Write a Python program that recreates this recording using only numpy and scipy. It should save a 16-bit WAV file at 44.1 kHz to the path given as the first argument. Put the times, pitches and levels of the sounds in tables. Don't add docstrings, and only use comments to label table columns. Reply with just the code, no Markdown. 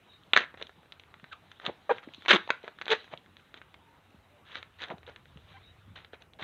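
import sys
import numpy as np
from scipy import signal
from scipy.fft import rfft, irfft, next_fast_len
from scipy.io import wavfile
from scipy.ndimage import uniform_filter1d

SR = 44100
rng = np.random.default_rng(int(sys.argv[2]) if len(sys.argv) > 2 else 0)


def elevation(decibels):
    levels = np.asarray(decibels, float)
    return 10 ** (levels / 20)


def wav_record(signal):
    frames = np.transpose(np.atleast_2d(signal))
    bounded = np.clip(frames, -1, 1)
    quanta = np.round(bounded * 32767).astype(np.int16)
    wavfile.write(sys.argv[1], SR, quanta)


N = 283860

# pitch_hz, t60_s (time to fade by 60 dB)
LATEX_PATCHES = [
    (620, 0.0039),
    (1600, .005),
    (3350, 0.0037),
]
# start_s, peak_db, tautness_db
RINGING_SNAPS = [(.333, -9.5, 51), (.373, -8.5, 46), (0.438, -31, 0), (.541, -27.5, -27), (.573, -36, -7),
                 (.83, -44.5, -15), (.857, -46, -16), (1.035, -47, 13), (1.14, -41, 8), (1.197, -47, 11),
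                 (1.241, -35.5, 3), (1.618, -46, 3), (2.029, -40, -2), (2.208, -54, 8), (2.25, -32.5, 8),
                 (2.259, -24, 9.5), (2.786, -38.5, 26), (2.813, -26.5, 25), (2.819, -30.5, 35),
                 (2.88, -20.5, 21), (3.077, -41, -25), (3.118, -43, -20), (4.545, -38, 8), (4.554, -24, 14),
                 (4.627, -34.5, 35), (4.802, -40, 16), (4.901, -32, -14), (5.03, -44, 1), (5.16, -39, 43),
                 (5.255, -46, 4)]
# start_s, peak_db, tautness_db
BROAD_SNAPS = [(.363, -7.5, 9), (.38, -41, -1), (0.613, -29.5, -15.5), (0.693, -40.5, -6),
               (1.515, -37.5, 44), (1.598, -37.5, -1), (1.651, -31, 42), (1.982, -34.5, -3),
               (2.086, -33, -19.5), (2.221, -42, 34), (2.281, -16.5, 20), (2.503, -8.5, 4),
               (2.643, -38, -9), (2.678, -31, -3), (2.865, -31, -10), (2.932, -21, -9.5), (3.042, -42, 16),
               (3.135, -48, 8), (3.26, -48, 13.5), (3.367, -45.5, 34.5), (3.395, -53, 12),
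               (3.615, -39.5, -1), (3.741, -41.5, 29), (4.568, -35, 4), (4.837, -33.5, 24), (4.883, -36, 7),
               (5.957, -45, 17.5), (6.046, -42, 20), (6.132, -39, 7), (6.394, -36, -29)]
# start_s, peak_db, tautness_db
HELD_SNAPS = [(.133, -48.5, 45), (.405, -21, -9), (.597, -41, -8), (.624, -26.5, -2), (0.668, -39, 31),
              (.921, -33, 24), (.996, -37, 29), (1.663, -23.5, 23), (2.136, -39.5, 48),
              (2.145, -34.5, 62.5), (2.155, -61, 14), (2.475, -26, -12), (2.63, -44, 20), (2.855, -34.5, 8),
              (3.174, -39.5, 36), (3.541, -32, -4), (3.574, -42.5, -2.5), (4.104, -53.5, 12),
              (4.584, -43, 17), (4.786, -54, 22), (4.818, -29, 18), (4.981, -36.5, -10), (5.065, -47, 7),
              (5.095, -32.5, -9), (5.372, -38, -7), (6.22, -37.5, 26.5), (6.334, -46.5, 25.5),
              (6.422, -29, -20), (0.234, -52, 23), (6.433, -25.5, 3)]
# time_s, effort_db, tautness_db
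TWISTS = [
    [(.341, -28.5, -5.5), (.355, -48, 2), (.362, -28, 0), (.366, -17.5, -7), (.371, -31, -11),
     (.381, -25.5, -5), (.39, -29.5, -4), (.45, -46.5, -4.5)],
    [(1.61, -51, -5.5), (1.642, -42.5, -16), (1.66, -35.5, -1), (1.696, -29.5, -32), (1.72, -79, 11)],
    [(1.893, -36, -7), (1.903, -35, -11.5), (1.917, -33, -11.5), (1.931, -48.5, -4.5), (1.99, -49.5, -5.5),
     (2.005, -66, -4)],
    [(2.281, -27, 15), (2.299, -17.5, 10.5), (2.312, -12, 2), (2.322, -18.5, 1.5), (2.333, -15, -3),
     (2.349, -18, -4), (2.37, -28.5, -1.5)],
    [(2.885, -40, 5), (2.9, -35.5, 4), (2.906, -22.5, 19), (2.919, -21, 11), (2.935, -28.5, -3),
     (2.96, -39, -5.5)],
]
# start_s, rise_s, fall_s, top_db, tautness_db
RUBS = [(.57, 0.056, 0.0098, -39.5, -11.5), (1.312, .018, 0.0082, -41.5, 25),
        (2.627, 0.055, .015, -39, -14), (3.11, .03, 0.0074, -31, -16), (3.55, 0.027, 0.037, -49.5, -3.5),
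        (4.45, 0.12, 0.057, -42.5, 1.5), (4.785, 0.047, 0.043, -36, 0), (4.87, 0.045, 0.036, -29.5, -22.5),
        (5.061, 0.016, 0.08, -45, -5.5), (5.43, 0.077, 0.21, -55.5, -5), (3.355, .045, 0.022, -59.5, 10),
        (5.951, 0.0087, 0.12, -47, -0.5), (6.123, 0.021, 0.024, -44.5, -7), (6.387, .009, .04, -36, -11),
        (6.404, 0.031, 0.065, -30.5, -3.5), (2.02, 0.0133, .04, -50, -1.5), (6.2, 0.018, 0.012, -53, -7.5)]
# start_s, length_s, first_hz, last_hz, level_db
REEDY_SQUEAKS = [(1.893, 0.012, 624, 560, -26.5), (1.895, 0.022, 835, 782, -29.5),
                 (1.906, .017, 446, 498, -23), (2.49, 0.0094, 923, 854, -37), (2.903, 0.037, 441, 459, -27),
                 (2.892, .02, 422, 437, -36.5)]
# start_s, length_s, first_hz, last_hz, level_db
PURE_SQUEAKS = [(5.075, 0.021, 477, 520, -48.5), (3.79, 0.2, 880, 970, -70), (4.298, .11, 580, 590, -68),
                (1.312, .034, 1650, 1082, -52), (2.297, .028, 375, 385, -33), (2.322, .04, 220, 185, -26),
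                (2.333, .04, 390, 330, -29), (.075, .11, 3750, 3750, -68), (5.62, .11, 3750, 3850, -70),
                (2.37, .05, 340, 350, -51), (5.86, 0.075, 99, 95, -38)]
# start_s, length_s, first_hz, last_hz, level_db
NASAL_SQUEAKS = [
    (5.538, 0.036, 782, 777, -59.5),
    (5.56, 0.026, 885, 1104, -60.5),
]
# start_s, peak_db, pitch_hz
THUMPS = [(0.359, -54, 441), (0.54, -50, 650), (0.616, -37.5, 432), (1.164, -44.5, 143),
          (1.231, -36.5, 143), (1.678, -26.5, 178), (1.695, -27, 364), (2.074, -31.5, 270),
          (2.181, -41, 231), (2.305, -28, 380), (2.33, -22, 373), (2.639, -34, 455), (3.132, -34.5, 135.6),
          (4.144, -40, 179.3), (4.902, -32, 169.4), (4.922, -32.5, 353), (4.938, -31, 168.5),
          (5.358, -34.5, 148), (6.134, -35, 450), (6.419, -30.5, 129)]
# frequency_hz, gain_db
RADIATION = [(30, -43), (100, -8.5), (200, -1), (400, 2), (16000, 1)]
# time_s, briskness_db
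MOVES = [(0, -68.5), (.16, -67.5), (.38, -67), (.93, -72), (1.34, -67.5), (1.9, -65.5), (2.02, -68.5),
         (2.35, -52), (2.5, -61), (2.75, -69.5), (2.99, -53), (3.17, -70), (4.68, -74), (4.86, -59.5),
         (4.96, -74.5), (5.54, -65.5), (6.0, -74), (6.44, -95)]
# frequency_hz, level_db (per Hz)
DULL = [(76, -28.5), (130, -0.5), (589, -11.5), (828, -11.5), (932, -13), (1350, -15.5), (3000, -25),
        (3900, -59.5), (6600, -120)]
# frequency_hz, level_db (per Hz)
BRIGHT = [(1500, -26.5), (2500, -0.5), (3700, 3), (8000, -1.5), (16000, -17.5)]
# time_s, level_db
SWELLS = [(0, -63.5), (.7, -63.5), (1.9, -65), (2.3, -76), (3.201, -65.5), (4.1, -62), (4.86, -62.5),
          (5.299, -51.5), (6.0, -54), (6.2, -60), (6.44, -59.5)]
# frequency_hz, level_db (per Hz)
DRONE = [(13, -50), (22, -22.5), (75, 0.5), (93, 5.5), (113, -5.5), (170, -13.5), (220, -30.5), (370, -120)]
# frequency_hz, t60_s
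ROOM = [(200, .2), (600, 0.17), (1500, 0.27), (4000, 0.18), (8000, 0.13)]
# frequency_hz, gain_db
MIC = [(60, -9.5), (300, -5.5), (3900, 3), (4500, -11.5), (5300, -21.5), (6200, -15), (7600, -28.5),
       (10000, -41.5), (15000, -49.5)]
# frequency_hz, level_db (per Hz)
SELF_NOISE = [(1000, 3.5), (10000, -2), (13000, -3.5), (16000, -5)]


def snaps():
    s, peak_db, taut_db = np.transpose(RINGING_SNAPS + BROAD_SNAPS + HELD_SNAPS)
    counts = [len(RINGING_SNAPS), len(BROAD_SNAPS), len(HELD_SNAPS)]
    middle_db = np.repeat([11, 6.5, -5.5], counts)
    levels_db = patch_levels(peak_db, taut_db, middle_db) + 3.0
    blow_s = s + .0011
    blow = slips(blow_s, levels_db, spread=.07, lag_s=.0003, crack_db=3, ring=.7)
    wait_s = np.cumsum(.0015 + .002 * rng.random((len(s), 2)), axis=1)
    shudder_s = (blow_s[:, None] + wait_s).T.ravel()
    shudder_db = np.concatenate([levels_db - 10.0, levels_db - 21.5], axis=1)
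    shudders = slips(shudder_s, shudder_db, spread=.15, lag_s=.001, crack_db=0, ring=.9)
    return blow + shudders


def chatter(per_s=500, scatter=.28, size_db=2.6):
    times, levels = [], []
    for run in TWISTS + [rub(*row) for row in RUBS]:
        s, effort_db, taut_db = np.transpose(run)
        gap_dice, size_dice = np.clip(rng.standard_normal((2, 90)), -1.6, 1.6)
        when = s[0] + np.cumsum(np.exp(scatter * gap_dice)) / per_s
        mute_db = -99 * (when > s[-1])
        strength_db = np.interp(when, s, effort_db) + size_db * size_dice + mute_db
        times.append(np.minimum(when, s[-1]))
        levels.append(patch_levels(strength_db, np.interp(when, s, taut_db), middle_db=2))
    levels_db = np.concatenate(levels, axis=1) + 3
    return slips(np.concatenate(times), levels_db, spread=.14, lag_s=.0013, crack_db=4, ring=.95)


def rub(s, rise, fall, db, taut_db):
    start = (s, db - 19.5, taut_db + 8.5)
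    top = (s + rise, db, taut_db)
    end = (s + rise + fall, db - 21, taut_db - 8.5)
    return [start, top, end]


def patch_levels(db, taut_db, middle_db):
    low_share = 0.77
    low_db, high_db = -low_share * taut_db, (1 - low_share) * taut_db
    shape_db = np.array([low_db, middle_db + 0 * taut_db, high_db])
    return db + shape_db - shape_db.max(axis=0)


def slips(s, levels_db, spread, lag_s, crack_db, ring):
    out = np.zeros(N)

    def dice():
        return np.clip(rng.standard_normal((3, len(s))), -2, 2)

    for side in (0, 1, -1):
        for (hz, t60), level_db in zip(LATEX_PATCHES, levels_db):
            pitch, size, late = dice()
            start = s + abs(side) * lag_s * np.abs(late)
            ring_hz = hz * np.exp(0.24 * side + spread * pitch)
            ring_db = level_db + 1.6 * size - 3.1 * abs(side)
            out += grains(start, ring_hz, ring_db, ring * t60 * np.exp(0.35 * size), size=320)
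    for hz, db in [(6500, -4.0), (11500, -1)]:
        pitch, size, late = dice()
        loud_db = levels_db[2] + crack_db + db + 1.0 * size
        start = s + lag_s * np.abs(late)
        out += grains(start, hz * np.exp(.15 * pitch), loud_db, np.full(len(s), 0.0034), size=80)
    return out


def squeaks(waver=.03, rough=.3):
    out = np.zeros(N + SR)
    rows = [(*row, -9.5) for row in REEDY_SQUEAKS]
    rows += [(*row, -25.5) for row in PURE_SQUEAKS]
    rows += [(*row, -5) for row in NASAL_SQUEAKS]
    for s, length, first_hz, last_hz, db, fall_db in rows:
        u = np.arange(round(length * SR)) / (length * SR)
        drift, grit = wobble(u, 8 + len(u) // 150), wobble(u, 24)
        hz = (first_hz + (last_hz - first_hz) * u) * (1 + waver * drift)
        phase = 2 * np.pi * np.cumsum(hz) / SR
        stack = sum(elevation(k * fall_db) * np.sin((k + 1) * phase) for k in range(5))
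        swell = elevation(db + 6.5) * np.sin(np.pi * u) ** .6
        out[round(s * SR):][:len(u)] += swell * (1 + rough * grit) * stack
    return out[:N]


def wobble(u, n):
    return np.interp(u, np.linspace(0, 1, num=n), rng.standard_normal(n))


def thumps(cycles=5.3):
    s, db, hz = np.transpose(THUMPS)
    return grains(s, hz, db + 7.5, cycles / hz, size=1400)


def rustle():
    brisk_db = np.interp(np.arange(N) / SR, *np.transpose(MOVES))
    dull_db = -60 + 0.095 * (brisk_db - brisk_db.mean())
    when, pitch, size = rng.random((900, 3)).T
    speck_hz = 1800 * np.exp(1.4 * (pitch - .3))
    speck_db = -5.5 * np.log(size + 0.038)
    specks = grains(when * N / SR, speck_hz, speck_db, np.full(len(when), 0.0043), size=200)
    brushing = hiss(BRIGHT, patchy_db=3.5) + 0.14 * unit(specks)
    return elevation(dull_db) * hiss(DULL, patchy_db=-2.3) + elevation(brisk_db) * brushing


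def house_drone():
    swell_db = np.interp(np.arange(N) / SR, *np.transpose(SWELLS))
    return (elevation(swell_db) + elevation(-68.5)) * hiss(DRONE, patchy_db=1.5)


def room(x):
    out, part = np.zeros(N + SR), SR // 4
    for start in range(0, N, part):
        hz, t, z = signal.stft(rng.standard_normal(SR // 2), SR, nperseg=256)
        fade = elevation(-60 * t / along(ROOM, hz)[:, None])
        tail = signal.istft(z * fade, SR, nperseg=256)[1]
        answer = signal.fftconvolve(x[start:start + part], tail / np.linalg.norm(tail))
        out[start + 130:][:len(answer)] += answer
    return out[:N]


def grains(s, hz, db, t60, size):
    t = np.arange(size) / SR
    turns = hz[:, None] * t
    fade = elevation(db[:, None] - 60 * t / t60[:, None])
    ring = fade * np.sin(2 * np.pi * turns) * (1 - np.exp(-turns / 0.24))
    where = np.round(s * SR).astype(int)[:, None] + np.arange(size)
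    return np.bincount(where.ravel(), ring.ravel(), N + SR)[:N]


def hiss(points, patchy_db):
    z = signal.stft(rng.standard_normal(N), nperseg=512)[2]
    field = uniform_filter1d(rng.standard_normal(z.shape), 6, 0)
    field = uniform_filter1d(field, 8, 1)
    noise = signal.istft(z * elevation(patchy_db * unit(field)), nperseg=512)[1][:N]
    return unit(coloured(noise, points))


def coloured(x, points):
    m = 2 * next_fast_len(N // 2 + 4096)
    gain = elevation(along(points, np.fft.rfftfreq(m, 1 / SR)))
    cep = irfft(np.log(gain), m)
    cep[1:m // 2] *= 2
    cep[m // 2 + 1:] = 0
    return irfft(rfft(x, m) * np.exp(rfft(cep)), m)[:N]


def along(points, hz):
    f, v = np.transpose(points)
    return np.interp(np.log(hz + 1), np.log(f + 1), v)


def unit(x):
    return x / np.sqrt(np.mean(x ** 2) + 1e-20)


def scene():
    crackle = coloured(snaps() + chatter() + thumps(), RADIATION)
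    tones = coloured(squeaks(), RADIATION)
    echo = elevation(-14.5) * room(crackle + elevation(-1.5) * tones)
    return (crackle + tones + echo + rustle() + house_drone())[None]


def top_cut(x):
    return signal.sosfilt(signal.butter(12, 15500, fs=SR, output="sos"), x)


def record(dry):
    mix = coloured(dry[0], MIC) + elevation(-78.0) * hiss(SELF_NOISE, patchy_db=0.8)
    return top_cut(mix[None])


dry = scene()
out = record(dry)
wav_record(out)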